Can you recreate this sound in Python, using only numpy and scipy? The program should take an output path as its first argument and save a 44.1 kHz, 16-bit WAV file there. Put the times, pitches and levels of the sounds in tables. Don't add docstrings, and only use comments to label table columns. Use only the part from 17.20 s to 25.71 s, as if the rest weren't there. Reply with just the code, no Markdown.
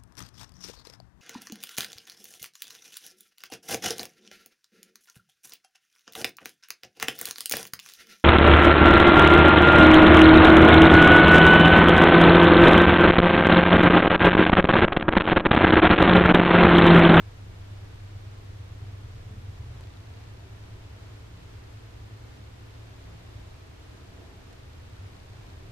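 import sys
import numpy as np
from scipy import signal
from scipy.fft import rfft, irfft, next_fast_len
from scipy.io import wavfile
from scipy.ndimage import map_coordinates

SR = 44100
rng = np.random.default_rng(int(sys.argv[2]) if len(sys.argv) > 2 else 0)


def store_wav(level_fs):
    pcm = np.round(np.clip(np.atleast_2d(level_fs), -1, 1) * 32767)
    wavfile.write(sys.argv[1], SR, pcm.T.astype(np.int16))


def natural_amplitude(level_db):
    exponent = np.asarray(level_db, float) / 20
    return 10 ** exponent


N = 375291
T = np.arange(N) / SR
FRAME_HZ = 30000 / 1001

PIECE_START = [0, 2.60932, 7.32932]
# (level of half the jump/dB, direction)
CUT_JUMPS = [(-39, 1), (-44, -1)]

# (t/s, f/Hz)
IDLE_RATE = [(0, 9.04), (2.6, 9.02), (2.61, 8.95), (4, 8.925), (6.3, 8.92), (7.33, 8.89)]
ORDERS_HEARD = [8, 9, 10, 11, 12, 13, 14, 15]
# (first piece: level at its start/dB, drift/dB per s; second piece: the same two)
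ENGINE_LEVELS = [(-56.5, 1.5, -53.5, -.7), (-64, 6.5, -58, -.2), (-64, 1.5, -59, -3),
                 (-41.5, -.01, -53, -.6), (-65, 3, -80, -.1), (-61, 5.8, -62, -1.8), (-66, 3.8, -80, -.1),
                 (-80, -.1, -62, -2.6)]
STRONGEST, CREST_S, SINK_DB_PER_S2 = 11, 1.15, 2.7

# (t/s, f/Hz)
DRONE_PITCH = [(.5, 30.7), (1.5, 31.3), (2, 30.7), (2.6, 30.7), (2.61, 53.6), (4, 54), (6, 54.5), (7, 54.7)]
DRONE_DB, FAST_DB, OCTAVE_DB = -52.6, -56, -48.3
FADE_S, FADE_DB_PER_S, OCTAVE_FADE_DB_PER_S = 6.15, 12, 26

# (t/s, rumble level/dB, air level before trim and flutter/dB)
HOUSE_LEVELS = [(0, -47.5, -66), (1, -50.5, -67), (2.6, -45, -67), (2.61, -48, -58), (3.6, -49.5, -61.5),
                (4.6, -50, -68), (6.3, -49, -63), (7.32, -49.5, -62), (7.34, -47.5, -62), (8.51, -45, -61)]
# (f/Hz, relative level/dB)
RUMBLE_COLOUR = [(12, -30), (19, -3), (27, -8), (38, -5.5), (48, -7), (62, -3), (81, -3), (97, -0.5),
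                 (115, -4), (140, -13.5), (173, -18.5), (220, -29)]
AIR_COLOUR = [(120, -31), (170, -1.5), (230, -6.5), (315, -6.5), (345, -5), (385, -1.5), (470, -10.5),
              (560, -22.5), (620, -12), (665, -5.5), (720, -15), (950, -17), (1500, -33)]
HISS_COLOUR = [(24, -60), (40, -38), (98, -19.5), (183, -0.5), (270, 0.5), (470, -1), (530, -4.5),
               (1000, -7), (1700, -9), (3800, -14), (7000, -21.5), (11500, -30.5), (12500, -29.5),
               (13100, -33)]
PUFF_COLOUR = [(500, -20), (1500, -4), (3000, -4.5), (4300, 1.5), (5500, -8.5), (10000, -20), (12500, -30)]
# (t of crest/s, f/Hz, rms level at
# crest/dB, length/s)
HUMS = [(.33, 168, -56, .3), (.63, 172, -62, .35), (2.12, 172, -59, .3), (2.15, 200, -56, .15),
        (2.12, 436, -59, .12), (2.16, 236, -59, .18), (4.2, 167, -56, .3), (5.2, 200, -61, .2),
        (5.95, 167, -56, .4), (7.57, 80, -46, .12), (7.83, 96, -43, .12), (8.4, 84, -47, .2)]

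STEP_PLACE = [.005, .41, .125]
CURRENT_STEPS = [(-.225, -.5), (-.155, .9), (-.08, -.45), (.005, -1), (.505, .4)]
# (f/Hz, peak level/dB, t60/s)
SUPPLY_RING = [(64, -58, .06), (179, -63, 0.1), (300, -52, .025), (457, -62.5, 0.027), (640, -58.5, 0.0076)]
READOUT_LEVELS = [-75, -63.5, -59.5]
SURGE_DB, SETTLE_S = 9, .35


def piece():
    return np.searchsorted(PIECE_START, T, "right") - 1


def during(number):
    return piece() == number


def unit(x):
    return x / np.sqrt(np.mean(x ** 2))


def curves(rows):
    s, *cols = np.transpose(rows)
    return [np.interp(T, s, col) for col in cols]


def wobble(rate):
    knots = rng.standard_normal(int(N * rate / SR) + 4)
    return map_coordinates(knots, [T * rate])


def noise(colour):
    size = next_fast_len(N + 8192)
    hz, db = np.transpose(colour)
    bins_hz = np.fft.rfftfreq(size, 1 / SR)
    gain = natural_amplitude(np.interp(np.log(bins_hz + 1), np.log(hz + 1), db, -120, -120))
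    spectrum = rfft(rng.standard_normal(size)) * gain
    return unit(irfft(spectrum, size)[:N])


def tones(rate, orders, levels, start):
    turn = 2 * np.pi * (np.cumsum(curves(rate)[0]) / SR + start)
    out = 0
    for order, db in zip(orders, levels):
        level = np.sqrt(2) * natural_amplitude(db + .8 * wobble(4.3))
        out = out + level * np.cos(order * turn + 1.15)
    return out


def frame_clock():
    return T * FRAME_HZ - np.take(STEP_PLACE, piece())


def window(centre, width, edge):
    away = np.abs((frame_clock() - centre + .5) % 1 - .5)
    return np.clip((width / 2 - away) / edge + .5, 0, 1)


def engine():
    first_db = [db + drift * T for db, drift, _, _ in ENGINE_LEVELS]
    second_db = [db + drift * (T - PIECE_START[1]) for _, _, db, drift in ENGINE_LEVELS]
    first_db[ORDERS_HEARD.index(STRONGEST)] -= SINK_DB_PER_S2 * (T - CREST_S) ** 2
    first = tones(IDLE_RATE, ORDERS_HEARD, first_db, .28)
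    second = tones(IDLE_RATE, ORDERS_HEARD, second_db, .687)
    return during(0) * first + during(1) * second


def drone():
    late = np.maximum(T - FADE_S, 0)
    second_db = [FAST_DB - FADE_DB_PER_S * late, OCTAVE_DB - OCTAVE_FADE_DB_PER_S * late]
    first = tones(DRONE_PITCH, [1], [DRONE_DB], .47)
    second = tones(DRONE_PITCH, [1, 2], second_db, 0)
    return during(0) * first + during(1) * second


def house():
    rumble_db, air_db = curves(HOUSE_LEVELS)
    flutter_db = 2.4 * wobble(2.69) + 2.4 * wobble(14)
    rumble = natural_amplitude(rumble_db) * noise(RUMBLE_COLOUR)
    air = natural_amplitude(air_db - 1.1 + flutter_db) * noise(AIR_COLOUR)
    return rumble + air


def buzz():
    t = T[:SR // 10]
    ring = sum(natural_amplitude(db - 60 * t / t60) * np.cos(2 * np.pi * hz * t) for hz, db, t60 in SUPPLY_RING)
    ring *= 1 - np.exp(-t / .0003)
    kicks = 0
    for place, size in CURRENT_STEPS:
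        passed = np.diff(np.floor(frame_clock() - place), prepend=0) == 1
        kicks = kicks + size * passed
    return signal.fftconvolve(kicks, ring)[:N]


def hiss():
    left, right = noise(HISS_COLOUR), noise(HISS_COLOUR)
    both = np.array([left - 0.047 * right, right - 0.044 * left])
    return natural_amplitude(-53.0 + 0.32 * wobble(7)) * both


def readout_puff():
    surge_db = during(1) * SURGE_DB * np.exp(-np.abs(T - PIECE_START[1]) / SETTLE_S)
    level = natural_amplitude(np.take(READOUT_LEVELS, piece()) + surge_db + 2.5 * wobble(25))
    gate = window(-0.329, 0.089, .04)
    return level * gate * np.array([noise(PUFF_COLOUR), noise(PUFF_COLOUR)])


def whine():
    gate = 1 - .9 * window(-.095, .3, .11)
    turn = 2 * np.pi * 434 * frame_clock()
    lead = [[2.0], [0]]
    return natural_amplitude(-72.5) * gate * np.sin(turn + lead)


def hums():
    out = np.zeros(N)
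    for s, hz, db, length in HUMS:
        swell = np.exp(-.5 * ((T - s) / (length / 3.6)) ** 2)
        out += np.sqrt(2) * natural_amplitude(db) * swell * np.sin(2 * np.pi * hz * T)
    return out


def cuts():
    out = np.zeros(N)
    for s, (db, way) in zip(PIECE_START[1:], CUT_JUMPS):
        leak = np.exp(-np.abs(T - s) / .0015)
        out += natural_amplitude(db) * way * np.sign(T - s) * leak
    return out


def scene():
    same = engine() + drone() + house() + buzz() + hums()
    return same + hiss() + readout_puff() + whine()


def top_cut(x):
    return signal.sosfilt(signal.butter(12, 13380, fs=SR, output="sos"), x)


def record(dry):
    mix = dry + cuts() + .0004
    return top_cut(mix)


dry = scene()
out = record(dry)
store_wav(out)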